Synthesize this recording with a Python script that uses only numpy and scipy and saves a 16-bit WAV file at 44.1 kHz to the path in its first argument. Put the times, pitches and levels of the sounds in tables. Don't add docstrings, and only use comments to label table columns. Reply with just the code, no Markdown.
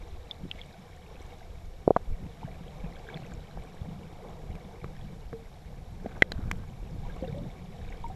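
import sys
import numpy as np
from scipy import signal
from scipy.fft import rfft, irfft, next_fast_len
from scipy.io import wavfile
from scipy.ndimage import uniform_filter1d

SR = 44100
rng = np.random.default_rng(int(sys.argv[2]) if len(sys.argv) > 2 else 0)


def inscribe(sig):
    pcm = np.round(np.clip(np.atleast_2d(sig).T, -1, 1) * 32767)
    wavfile.write(sys.argv[1], SR, pcm.astype(np.int16))


N = 359415

# (time [s], level [dB], pitch [Hz], time to fade by 60 dB [cycles])
THUMPS = [(0.438, -32, 170, 6), (1.8783, -2.5, 455, 4), (1.907, -1.5, 495, 6), (1.9646, -4, 800, 1.8),
          (1.9688, -17, 830, 2.5), (2.448, -29, 153, 5.5), (2.842, -28, 163, 13), (3.817, -27.5, 89.5, 5),
          (3.887, -30, 183, 8), (4.844, -26, 89.5, 2.2), (5.34, -29, 120, 1), (6.048, -34, 397, 4.5),
          (6.061, -23.5, 550, 3.5), (6.065, -29.5, 211, 5.5), (6.394, -30, 240, 2), (7.227, -25, 258, 2),
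          (7.328, -31.5, 150, 6), (7.466, -31, 145, 7)]
# (time [s], ring level [dB], favoured pitch [Hz],
# drop away from that pitch [dB per octave], low push level [dB], crack level [dB])
CLACKS = [(1.9682, -35.5, 1500, 7, -55, -42), (3.574, -38.5, 760, 26, -48, -66),
          (4.554, -45, 1300, 8, -33, -48), (4.844, -32.5, 1070, 16, -23.5, -49),
          (5.33, -31.5, 1340, 28, -27.5, -52), (6.063, -43, 1500, 9, -29, -53),
          (6.170, -43, 740, 18, -52, -60), (6.2228, 5, 2123, 33.5, -7.5, -27),
          (6.3200, -24.5, 1590, 29, -27, -38), (6.3199, -18, 4440, 35, -43, -38),
          (6.514, -24, 1430, 11.5, -22.5, -26.5), (7.165, -42, 800, 18, -29, -54)]
# (pitch [Hz], level [dB], time to fade by 60 dB [s])
CASE_NOTES = [(175, 1, 0.022), (479, -2, 0.02), (740, 7, 0.011), (1120, 4, 0.0057), (1615, -3, 0.0091),
              (1994, -5, 0.012), (2586, -15, 0.0092), (3250, -0.5, 0.0051), (4030, -5.5, 0.013),
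              (4680, -12, 0.0049), (6720, -4, 0.01)]
# (pitch [Hz], width [Hz], boost [dB])
CASE_RESONANCES = [(483, 90, 8.5), (732, 210, 8), (1630, 170, 1), (2274, 180, 6.5), (3790, 840, 5.5),
                   (5500, 600, 5), (7580, 2700, 7.5), (11540, 580, 11), (14070, 675, 6.5)]
# (time [s], level [dB], pitch [Hz], time to fade by 60 dB [cycles])
NEAR_BUBBLES = [(.311, -24, 3500, 66), (0.311, -43, 4900, 44), (.5132, -22, 3070, 14),
                (.515, -38, 2700, 62), (.592, -40, 2180, 72), (.6145, -33.5, 3370, 47),
                (1.327, -43, 775, 39), (2.431, -35.5, 876, 28), (2.476, -38, 666, 48),
                (3.088, -34, 1620, 51), (3.099, -40.5, 2250, 54), (3.143, -36.5, 3440, 51),
                (3.1723, -33, 2000, 9), (3.1722, -42.5, 4140, 41), (3.319, -43, 1560, 40),
                (3.337, -42, 7100, 62), (5.331, -35.5, 452, 121), (7.032, -42, 796, 53),
                (7.051, -45.5, 968, 103), (7.097, -45, 1610, 103), (7.165, -43.5, 1125, 65),
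                (7.223, -30.5, 519, 91), (7.237, -36.5, 730, 55), (7.277, -34.5, 458, 53),
                (7.279, -44, 3630, 77), (7.343, -36.5, 536, 55), (7.365, -38.5, 569, 117),
                (7.925, -39.5, 2220, 47), (8.041, -31, 925, 88), (8.099, -36, 759, 71.5)]
# (time [s], rumble level [dB], slosh level [dB])
CURRENT = [(0.0, -44, -54), (1.19, -52, -55.5), (1.93, -43.5, -54.5), (2.22, -46, -50),
           (5.04, -47.5, -50.5), (5.48, -46.5, -53), (6.52, -41.0, -45.5), (8.15, -43.5, -48)]
# (peak time [s], length [s], rumble level [dB], slosh level [dB])
SURGES = [(0.44, 0.18, -58, -46.5), (2.12, 0.094, -33, -53), (2.237, 0.15, -52, -42.5),
          (2.47, 0.29, -55, -51.5), (2.885, 0.17, -42, -46.5), (3.186, .16, -53, -46),
          (3.352, 0.15, -44.5, -45.5), (3.577, .12, -44, -48), (3.93, 0.33, -54, -44),
          (4.53, 0.12, -44, -45), (5.04, 0.42, -45.5, -44), (5.73, 0.07, -38.5, -59),
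          (6.468, 0.31, -38.5, -44.5), (7.366, 0.45, -53, -43.5), (7.54, 0.06, -36, -54)]
# (time [s], wash level [dB], fizz level [dB])
CHOP = [(0.0, -52, -61), (0.44, -55.0, -63.5), (0.59, -55, -57), (0.89, -55, -63.5), (1.33, -52.5, -59.5),
        (1.63, -57.5, -67), (3.26, -50.5, -57), (3.41, -52, -61), (4.74, -52, -63), (5.04, -55.5, -61),
        (5.33, -56.5, -66), (5.93, -56.5, -65.5), (6.08, -54, -63.5), (6.52, -51.5, -64.5),
        (6.67, -56.0, -66.0), (7.26, -49, -60), (7.56, -53, -62.5), (8.15, -52, -60.0)]
# (peak time [s], length [s], wash level [dB], fizz level [dB])
SPLASHES = [(2.474, 0.3, -56.5, -68), (2.835, 0.48, -53, -66), (3.126, .14, -47.5, -61),
            (4.287, 0.23, -50, -81), (6.175, 0.051, -47, -68), (7.09, 0.15, -71, -64),
            (7.89, 0.39, -62, -62)]
# (peak time [s], length [s], level [dB])
SCUFFS = [(6.137, 0.27, -57.5), (6.405, 0.27, -58.5), (6.565, .26, -60)]

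# (frequency [Hz], relative level [dB])
CRACK_TONE = [(100, -11), (950, 5), (1500, -9.5), (2400, 14.5), (3400, -9), (4600, -4), (8000, -11.5),
              (15000, -20)]
RUMBLE_TONE = [(5, -6.5), (18, 3), (35, 2.5), (60, -2.5), (90, -2.5), (130, -27.5), (300, -31.5),
               (900, -71)]
SLOSH_TONE = [(50, -30), (110, -7), (150, -2), (185, -4), (215, -11.5), (270, -20), (400, -30.5),
              (1200, -70.5)]
WASH_TONE = [(120, -25), (280, -1), (400, 1.5), (620, 0.5), (850, 1), (1100, 0), (1350, -5.5), (2500, -43),
             (8000, -79)]
FIZZ_TONE = [(600, -18), (1400, -1.5), (2200, -0.5), (2650, -3.5), (3000, -2), (3800, -4.5), (4600, -13.5),
             (7500, -18), (9000, -28), (14000, -27)]
STRAY_TONE = [(2200, 0.5), (3600, -1), (5000, -5.5), (8000, -4.5)]
SCUFF_TONE = [(500, -12), (1100, -2), (1550, 2.5), (1900, -10), (3000, -21), (9000, -46)]
HISS_TONE = [(100, -4), (1500, 4), (3900, -5.5), (4600, -3.5), (7600, -12.5), (8400, -16), (9800, -8),
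             (10700, -15.5), (12500, -14), (14500, -21.5)]


def thumps(ring_db=-17, heave_db=-22, full_level_rise_s=0.00023):
    out = np.zeros(N)
    for time, db, hz, cycles in THUMPS:
        rise_s = full_level_rise_s * 2 ** (-db / 11.5)
        start, swing = blow(time, hz, rise_s, fade_s=cycles / hz)
        _, heave = blow(time, hz=170, rise_s=0.00155, fade_s=0.019)
        cushion = signal.butter(6, 1.6 * hz, fs=SR, output="sos")
        ring = signal.sosfilt(cushion, case_ring(time, hz, drop_db=14, rise_s=0.0011))
        add(out, start, gain_of(db) * (swing + gain_of(heave_db) * heave))
        add(out, start + 1 / hz, gain_of(db + ring_db) * ring)
    return out


def clacks(contact_s=0.00036):
    out = np.zeros(N)
    for time, ring_db, favoured_hz, drop_db, push_db, crack_db in CLACKS:
        start, push = blow(time, hz=335, rise_s=contact_s, fade_s=0.0015)
        boom = gain_of(-12) * case_ring(time, favoured_hz=540, drop_db=26, rise_s=contact_s)
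        thud = gain_of(push_db) * (1.03 * push + boom)
        ring = gain_of(ring_db) * case_ring(time, favoured_hz, drop_db, contact_s)
        _, snap = blow(time, hz=0, rise_s=0.00015, fade_s=0.0099)
        crack = gain_of(crack_db) * snap * coloured(rng.standard_normal(len(ring)), CRACK_TONE)
        add(out, start, ring - thud + crack)
    return out


def case_ring(time, favoured_hz, drop_db, rise_s):
    ring = 0
    for hz, db, fade_s in CASE_NOTES:
        octaves_away = abs(np.log2(hz / favoured_hz))
        _, note = blow(time, hz, rise_s, fade_s)
        ring += gain_of(db - drop_db * octaves_away) * note
    return ring


def blow(time, hz, rise_s, fade_s, lead_s=0.03):
    t = np.arange(int(4 * lead_s * SR)) / SR - lead_s
    envelope = np.exp(-np.logaddexp(-t / rise_s, np.log(1000) * t / fade_s))
    return time - lead_s, -envelope / envelope.max() * np.cos(2 * np.pi * hz * t)


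def near_bubbles():
    out = np.zeros(N)
    for time, db, hz, cycles in NEAR_BUBBLES:
        fade_s = cycles / hz
        note = bubble(hz, 0.0007 + 0.012 * fade_s, fade_s)
        add(out, time, gain_of(db) * note * wobble(len(note)))
    return out


def bubble(hz, rise_s, fade_s, glide=0.016):
    t = np.arange(int((fade_s * 1.2 + rise_s) * SR)) / SR
    envelope = np.minimum(t / rise_s, 1) * gain_of(-60 * np.maximum(t - rise_s, 0) / fade_s)
    return envelope * np.sin(2 * np.pi * hz * t * (1 + glide * t / fade_s))


def wobble(size, points=14):
    age = np.linspace(0, 1, size)
    depth = np.minimum(3 * age, 0.5)
    return 1 + depth * np.interp(age, np.linspace(0, 1, points), rng.standard_normal(points))


def flow():
    rumble = gain_of(1.5) * coloured(uneven_noise(changes_per_s=12, depth_db=3), RUMBLE_TONE)
    slosh = gain_of(-0.33) * coloured(uneven_noise(changes_per_s=30, depth_db=2), SLOSH_TONE)
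    nudges = gain_of(-6.5) * swarm(79.3, 326, per_s=16, spread_db=2.5, cycles=3.1)
    rumble_strength = water_strength(CURRENT, SURGES, column=1)
    slosh_strength = water_strength(CURRENT, SURGES, column=2)
    return rumble * rumble_strength + (slosh + nudges) * slosh_strength


def surface():
    gurgle = uneven_noise(changes_per_s=40, depth_db=2)
    gurgle += 0.29 * swarm(295.7, 1293, per_s=260, spread_db=2, cycles=36)
    fizz = uneven_noise(changes_per_s=47, depth_db=2)
    fizz += 0.5 * swarm(1500, 9070, per_s=600, spread_db=4, cycles=36)
    strays = swarm(1900, 8200, per_s=22, spread_db=2.5, cycles=50)
    wash = coloured(gurgle, WASH_TONE) * water_strength(CHOP, SPLASHES, column=1)
    sparkle = coloured(fizz, FIZZ_TONE) + gain_of(-9) * coloured(strays, STRAY_TONE)
    sparkle *= water_strength(CHOP, SPLASHES, column=2)
    return gain_of(-0.75) * wash + gain_of(-1.15) * sparkle


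def scuffs():
    rasp = coloured(uneven_noise(changes_per_s=150, depth_db=6), SCUFF_TONE)
    return rasp * np.sqrt(sum(swell(*row) for row in SCUFFS))


def hiss(level_db=-63.5):
    return gain_of(level_db) * coloured(rng.standard_normal(N), HISS_TONE)


def swarm(low_hz, high_hz, per_s, spread_db, cycles, pitches=40):
    out = np.zeros(N)
    notes = [bubble(hz, 1.7 / hz, cycles / hz) for hz in np.geomspace(low_hz, high_hz, pitches)]
    for when, which, size in rng.random((int(per_s * N / SR), 3)):
        loudness = min(-np.log(1 - size), 4)
        add(out, when * N / SR, gain_of(spread_db * loudness) * notes[int(which * pitches)])
    return evened(out)


def uneven_noise(changes_per_s, depth_db):
    times = np.arange(0, N / SR + 1, 1 / changes_per_s)
    noise = rng.standard_normal(N)
    levels_db = depth_db * rng.standard_normal(len(times))
    return evened(noise * gain_of(np.interp(np.arange(N) / SR, times, levels_db)))


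def water_strength(curve, swells, column):
    rows = np.array(curve)
    drift = gain_of(np.interp(np.arange(N) / SR, rows[:, 0], rows[:, column]))
    swell_power = sum(swell(time, length, levels[column - 1]) for time, length, *levels in swells)
    return np.sqrt(drift ** 2 + swell_power)


def swell(time, length, db):
    position = np.clip((np.arange(N) / SR - time) / length, -0.5, 0.5)
    return gain_of(db) ** 2 * np.cos(np.pi * position) ** 2


def coloured(sound, tone):
    size = next_fast_len(len(sound))
    hz = np.fft.rfftfreq(size, 1 / SR)
    points_hz, points_db = np.transpose(tone)
    tone_db = np.interp(np.log(hz + 1), np.log(points_hz), points_db)
    case_db = sum(db / (1 + (2 * (hz - pitch) / width) ** 2) for pitch, width, db in CASE_RESONANCES)
    spectrum = rfft(sound, size) * gain_of(tone_db + case_db)
    return evened(irfft(spectrum, size)[:len(sound)])


def gain_of(db):
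    return 10 ** (np.asarray(db) / 20)


def evened(sound):
    return sound / np.sqrt(np.mean(sound ** 2) + 1e-20)


def add(mix, time, sound):
    part = mix[max(round(time * SR), 0):][:len(sound)]
    part += sound[:len(part)]


def scene():
    return (thumps() + clacks() + near_bubbles() + flow() + surface() + scuffs() + hiss())[None]


def record(dry):
    threshold_db, share_removed, recover_db_per_s, react_s = -15, 0.38, 69, 0.01
    power_db = 10 * np.log10(abs(uniform_filter1d(dry[0] ** 2, size=128)) + 1e-12)
    recovery_db = np.arange(N) * recover_db_per_s / SR
    held_db = np.maximum.accumulate(power_db + recovery_db) - recovery_db
    excess_db = np.maximum(held_db - threshold_db, 0)
    lag = np.exp(-1 / (react_s * SR))
    turned_down = dry / gain_of(share_removed * signal.lfilter([1 - lag], [1, -lag], excess_db))
    treble_cut = signal.firwin(401, cutoff=15200, window=("kaiser", 8), fs=SR)
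    return signal.oaconvolve(np.clip(turned_down, -1, 1), treble_cut[None], "same")


dry = scene()
out = record(dry)
inscribe(out)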